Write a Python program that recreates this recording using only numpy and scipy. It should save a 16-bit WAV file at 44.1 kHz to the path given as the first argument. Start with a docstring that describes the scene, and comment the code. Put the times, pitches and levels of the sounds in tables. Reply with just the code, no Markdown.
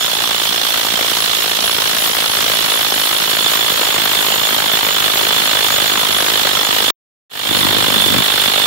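"""A hand-held pneumatic hammer drill bores into granite outdoors, heard from close by.
From the start the piston hits the steel 56 times a second: the steel rings, grit is crushed, the housing
rattles, the chuck sings, the exhaust puffs and flushing air hisses. The tool grows louder as it is leaned
on, and slows as the hole deepens. At 6.9 s the sound cuts out; it fades back in from 7.3 s, and the
exhaust then blows across the microphones."""
import sys
import numpy as np
from scipy import signal
from scipy.fft import rfft, irfft
from scipy.io import wavfile

SR = 44100
rng = np.random.default_rng(int(sys.argv[2]) if len(sys.argv) > 2 else 0)


def put_to_file(sound):
    """Save the sound as 16-bit audio at rate SR, in the file named by the first command-line argument."""
    columns = np.atleast_2d(sound).T  # one column per channel
    safe = np.clip(columns, -1, 1)
    whole_steps = np.round(safe * 32767)
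    wavfile.write(sys.argv[1], SR, whole_steps.astype(np.int16))


N = 381906
TIME = np.arange(N) / SR
CUT_S, RETURN_S, FULL_S = 6.906, 7.296, 7.55


def from_db(db):
    """Decibels to gain."""
    return np.exp(np.asarray(db) * (np.log(10) / 20))


def unit_rms(x):
    """Scale a stereo pair to mid rms 1."""
    return x / np.sqrt(np.mean(x.mean(axis=0) ** 2) + 1e-20)


def in_time(table):
    """Columns after t/s, interpolated to every sample."""
    times_s, *columns = np.transpose(table)
    return [np.interp(TIME, times_s, column) for column in columns]


def drift(rate_hz):
    """Smooth random curve, spread 1."""
    hop, settle = 40, 2000
    pole = np.exp(-2 * np.pi * rate_hz * hop / SR)
    noise = rng.standard_normal(N // hop + settle + 2)
    slow = signal.lfilter([1], [1, -2 * pole, pole * pole], noise)[settle:]
    return np.interp(np.arange(N) / hop, np.arange(len(slow)), slow / slow.std())


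def stroke_random(cycles):
    """One random value per stroke, spread about 1."""
    return np.clip(rng.standard_normal(1024), -2, 2)[cycles.astype(int)]


def stroke_gain(cycles, spread_db):
    """One random gain per stroke."""
    return from_db(spread_db * stroke_random(cycles))


def turbulence(grain_db):
    """Stereo noise in clumps of about 1 ms."""
    return rng.standard_normal((2, N)) * from_db(grain_db * drift(450))


def colour(x, spectrum, size=8192):
    """Minimum-phase filter, one spectrum per channel."""
    hz, *sides_db = np.transpose(spectrum)
    log_hz = np.log(np.arange(size // 2 + 1) * SR / size + 1)
    gains = from_db([np.interp(log_hz, np.log(hz), db) for db in sides_db])
    cepstrum = irfft(np.log(gains))
    cepstrum[:, 1:size // 2] *= 2
    cepstrum[:, size // 2 + 1:] = 0
    impulse = irfft(np.exp(rfft(cepstrum)))
    return signal.oaconvolve(x, impulse, axes=1)[:, :N]


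def resonance(x, hz, width_hz):
    """Two-pole band-pass, peak gain 1."""
    r = np.exp(-np.pi * width_hz / SR)
    feedback = [1, -2 * r * np.cos(2 * np.pi * hz / SR), r * r]
    return signal.lfilter(np.array([1, 0, -1]) * (1 - r * r) / 2, feedback, x)


def ring(contacts, hz, width_hz):
    """A mode shaken by dense contacts, too long to carry much far from its pitch."""
    return resonance(resonance(contacts, hz, width_hz * 6), hz, width_hz)


def throb(cycles):
    """Hum at the stroke rate, left only."""
    return np.cos(2 * np.pi * cycles + 1) * [[1], [0]]


def draught(effort_db, attack_s=0.076, release_s=0.038):
    """Gain of the air at the microphones: a light draught, then exhaust gusts."""
    # gusts: start/s, end/s, level/dB
    gusts = [(7.51, 8.13, -25), (8.15, 8.185, -20)]
    gain = from_db(-34.5 + effort_db)
    for start_s, end_s, db in gusts:
        rise = np.minimum(TIME - start_s, 0) / attack_s
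        fall = np.maximum(TIME - end_s, 0) / release_s
        gain = np.maximum(gain, from_db(db) * np.exp(rise - fall))
    return gain


def buffet(gust, cycles, push=0.06):
    """Each puff arrives a little later as a low thud: a push of air with eddies on it."""
    # thud spectrum: f/Hz, left/dB, right/dB
    spectrum = [(15, -46.5, -45.5), (30, -34.5, -25), (60, -11.5, -17), (101, -1.5, -1), (135, -2, -3),
                (210, 0.5, -0.5), (330, -0.5, -5), (593, -9.5, -22.5), (2000, -40.5, -43.5)]
    pressure = (turbulence(grain_db=0.9) + push) * gust * stroke_gain(cycles, spread_db=1.5)
    return unit_rms(colour(pressure, spectrum))


def grinding(rattle):
    """The bit crushes grit with every blow, biting hardest early on."""
    # grit spectrum: f/Hz, left/dB, right/dB
    spectrum = [(1000, -38, -51.5), (3060, -18.5, -10), (3950, -13, -0.5), (4570, -11.5, -6.5),
                (5260, -5, 0), (6310, -11.5, -1.5), (6670, -23.5, -18), (7950, -7.5, -39),
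                (16000, -24.5, -41.5)]
    # bite of the bit: t/s, level/dB
    bite = [(0, -29.5), (1.9, -26.5), (4.2, -33.5), (5.1, -33.5), (6.85, -29), (7.6, -38.5), (8.66, -39)]
    bite_db, = in_time(bite)
    return from_db(bite_db) * unit_rms(colour(turbulence(grain_db=4.5) * rattle, spectrum))


def bounce(cycles, hz, scatter_hz, rough=0.35):
    """A steel mode rings until the next blow chokes it; strength and pitch vary per bounce."""
    envelope = np.sqrt(np.abs(np.sin(np.pi * cycles))) * (1 + rough * drift(89))
    pitch_hz = hz + scatter_hz * stroke_random(cycles)
    phase = 2 * np.pi * np.cumsum(pitch_hz) / SR + rough * drift(150)
    # the turning steel radiates differently to each microphone
    sides = [np.sin(phase + np.pi * stroke_random(cycles)) * stroke_gain(cycles, spread_db=1)
             for side in "LR"]
    return np.array(sides) * envelope * stroke_gain(cycles, spread_db=1)


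def steel(cycles, release_cycles=0.45, seating_db=2.5, seating_hz=4.5):
    """The steel rings as it bounces free of the stone; the mode mix shifts as it reseats."""
    # strong steel modes: f/Hz, scatter per blow/Hz, left minus right/dB
    modes = [(6964, 14, 0), (11208, 30, 8), (13995, 45, -2)]
    # ringing as the hole deepens: t/s, level/dB of modes 1, 2, 3
    ringing = [(0, -37, -38, -39), (2.1, -37, -28.5, -33), (4.1, -32, -35, -29.7), (5.8, -32, -35, -33.5),
               (6.85, -36, -35, -36), (7.6, -39.5, -33, -44), (8.66, -38, -32, -42)]
    out = 0
    for (hz, scatter_hz, pan_db), level_db in zip(modes, in_time(ringing)):
        mode = bounce(cycles - release_cycles, hz, scatter_hz) * from_db(seating_db * drift(seating_hz))
        out = out + from_db(level_db) * unit_rms(mode * from_db([[pan_db / 2], [-pan_db / 2]]))
    return out


def singing_db(turn_hz=3.6, swell_db=1.5, slip_turns=0.15, flare_s=0.035):
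    """Chuck level: a slow rise, a swell on each uneven turn of the steel, a few flares."""
    # singing as the steel sinks in: t/s, level/dB
    trend = [(0, -24), (1.8, -28), (3.0, -25.5), (5.6, -23), (6.85, -21.5), (8.66, -19)]
    # brief flares: t/s, rise/dB
    flares = [(2.87, 6.5), (3.17, 6), (3.46, 9), (4.73, 5.5), (8.0, 8)]
    trend_db, = in_time(trend)
    turns = turn_hz * TIME + slip_turns * drift(1)
    flares_db = sum(rise_db * np.exp(-((TIME - at_s) / flare_s) ** 2) for at_s, rise_db in flares)
    return trend_db + swell_db * np.cos(2 * np.pi * turns) + flares_db


def chuck(rattle, cycles, notes_hz=(3476, 3503), left_db=-22):
    """The rattled chuck sings one note, slightly higher after the cut."""
    contacts = turbulence(grain_db=-0.2) * rattle * stroke_gain(cycles, spread_db=1.5)
    early, late = [ring(contacts, hz, width_hz=100) for hz in notes_hz]
    return unit_rms(np.where(TIME < RETURN_S, early, late) * from_db([[left_db], [0]]))


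def flushing_air(flow):
    """Air blows dust out of the hole, pulsing with the strokes."""
    # hiss spectrum: f/Hz, left/dB, right/dB
    spectrum = [(150, -26, -19.5), (590, -7, -2), (1610, 2.5, 9), (3000, 2.5, 1.5), (4200, 3.5, 7.5),
                (5800, -2, 1), (6550, -1, 0), (7740, -0.5, -16), (8040, 8.5, -28.5), (8800, 3.5, -36.5),
                (9750, -1, -7.5), (11100, 5.5, -1.5), (13200, 2.5, 4), (15700, 5, 1)]
    jet = turbulence(grain_db=1.5) * flow * from_db(0.97 * drift(25))
    return unit_rms(colour(jet, spectrum))


def housing_and_rod(rattle, cycles):
    """Each blow sets the housing and steel rod rattling; three separate rattles are dealt in turn to their
    modes."""
    # housing modes (2.9-4.3 kHz), steady ringing of the steel rod (5.3-9.6 kHz):
    # f/Hz, width/Hz, left/dB, right/dB
    modes = [(2894, 360, -14.5, -7), (3000, 170, -18, -5.5), (3220, 220, -19, -3), (3790, 360, -29.5, -5.5),
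             (4290, 170, -19.5, -5), (5306, 79, -15, -9.5), (6970, 250, -14.5, -16), (8140, 42, -7, -23.5),
             (9630, 110, -21, -34.5)]
    rattle_noises = [turbulence(grain_db=0.8) * rattle * stroke_gain(cycles, spread_db=1.6)
                     for _ in range(3)]
    return unit_rms(sum(from_db([[left_db], [right_db]]) * ring(rattle_noises[k % 3], hz, width_hz)
                        for k, (hz, width_hz, left_db, right_db) in enumerate(modes)))


def exhaust(puff, cycles):
    """The port opens once a stroke: a ragged blast with a hollow ring towards the left."""
    # blast spectrum: f/Hz, left/dB, right/dB
    spectrum = [(99, -31, -19), (214, -9.5, -10), (375, -1, -3.5), (750, 1, -1.5), (1110, 0.5, -2.5),
                (1800, -1, -2.5), (2460, -3, -6.5), (3085, -13, -2.5), (4500, -31.5, -29.5),
                (6500, -18, -33.5), (8500, -58, -50), (16000, -10, -39)]
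    jet = turbulence(grain_db=1.55) * puff * stroke_gain(cycles, spread_db=0.95)
    blast = colour(jet, spectrum)
    hollow = from_db([[-12], [-30]]) * resonance(blast, hz=1180, width_hz=200)
    return unit_rms(blast + hollow)


def piston(start_hz=56.2, sag_hz_per_s=0.7):
    """Stroke count: slows with depth, wavers with the feed, jitters with the steel's rebound."""
    rate_hz = start_hz - sag_hz_per_s * TIME
    return np.cumsum(rate_hz) / SR + 0.1 * drift(1.31) + 0.02 * drift(15) + 0.016 * drift(35)


def scene(waver_hz=3.6):
    """The piston times all sources; air and rattle levels follow the effort."""
    # one stroke: phase/cycles, exhaust/dB, rattle/dB, flushing air/dB, buffet/dB
    stroke = [(0, -21.5, -13.5, -3.5, -9), (.135, -20.5, -13.5, -0.5, -10.5),
              (.175, -7.5, -1.7, -5.5, -7.5), (.28, -11, -2, 0.5, -4.5), (.36, 1.5, 1, -3, 2),
              (.48, -4, -2.5, -3.3, 4.5), (.6, -5, -5, -4.5, 1), (.72, -9.5, -2.5, -9.5, 0),
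              (.86, -13, -10.5, -6, -10)]
    # tool leaned on harder and coming nearer: t/s, level/dB
    effort = [(0, -4.5), (2, -3), (4, -1.5), (6, -0.2), (8.66, -0.9)]
    cycles = piston()
    phase, *shapes_db = np.transpose(stroke)
    force = stroke_gain(cycles, spread_db=0.5)
    puff, rattle, flow, gust = [force * from_db(np.interp(cycles % 1, phase, db, period=1))
                                for db in shapes_db]
    effort_db, = in_time(effort)
    mix = from_db(effort_db) * (from_db(-20) * exhaust(puff, cycles) + from_db(-47.5) * throb(cycles))
    rattle_db = -20.5 + 0.37 * effort_db + 1.3 * (TIME > RETURN_S) - 0.1 * drift(waver_hz)
    mix += from_db(rattle_db) * housing_and_rod(rattle, cycles)
    mix += from_db(singing_db()) * chuck(rattle, cycles)
    mix += grinding(rattle)
    air_db = -21.5 + 0.58 * effort_db - 0.47 * drift(waver_hz)
    mix += from_db(air_db) * flushing_air(flow)
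    mix += steel(cycles)
    return mix + draught(effort_db) * buffet(gust, cycles)


def limiter(x, knee_db=-7, window_s=0.0012):
    """Fast per-channel gain control evens out the loudest blows."""
    pole = np.exp(-1 / (window_s * SR))
    power = signal.lfilter([1 - pole], [1, -pole], x ** 2)
    return x / np.sqrt(np.hypot(1, power / from_db(knee_db) ** 2))


def record(dry, ceiling=0.92, cutoff_hz=15730):
    """Limiter, soft clip, cut and fade-in, steep low-pass."""
    held = limiter(dry)
    rounded = held / (1 + np.abs(held / ceiling) ** 8) ** (1 / 8)
    fade_in = np.clip((TIME - RETURN_S) / (FULL_S - RETURN_S), 0, 1)
    gate = np.where(TIME < CUT_S, 1, fade_in)
    lowpass = signal.ellip(14, 0.1, 80, cutoff_hz, fs=SR, output="sos")
    return signal.sosfilt(lowpass, rounded * gate + 1e-18)


dry = scene()
out = record(dry)
put_to_file(out)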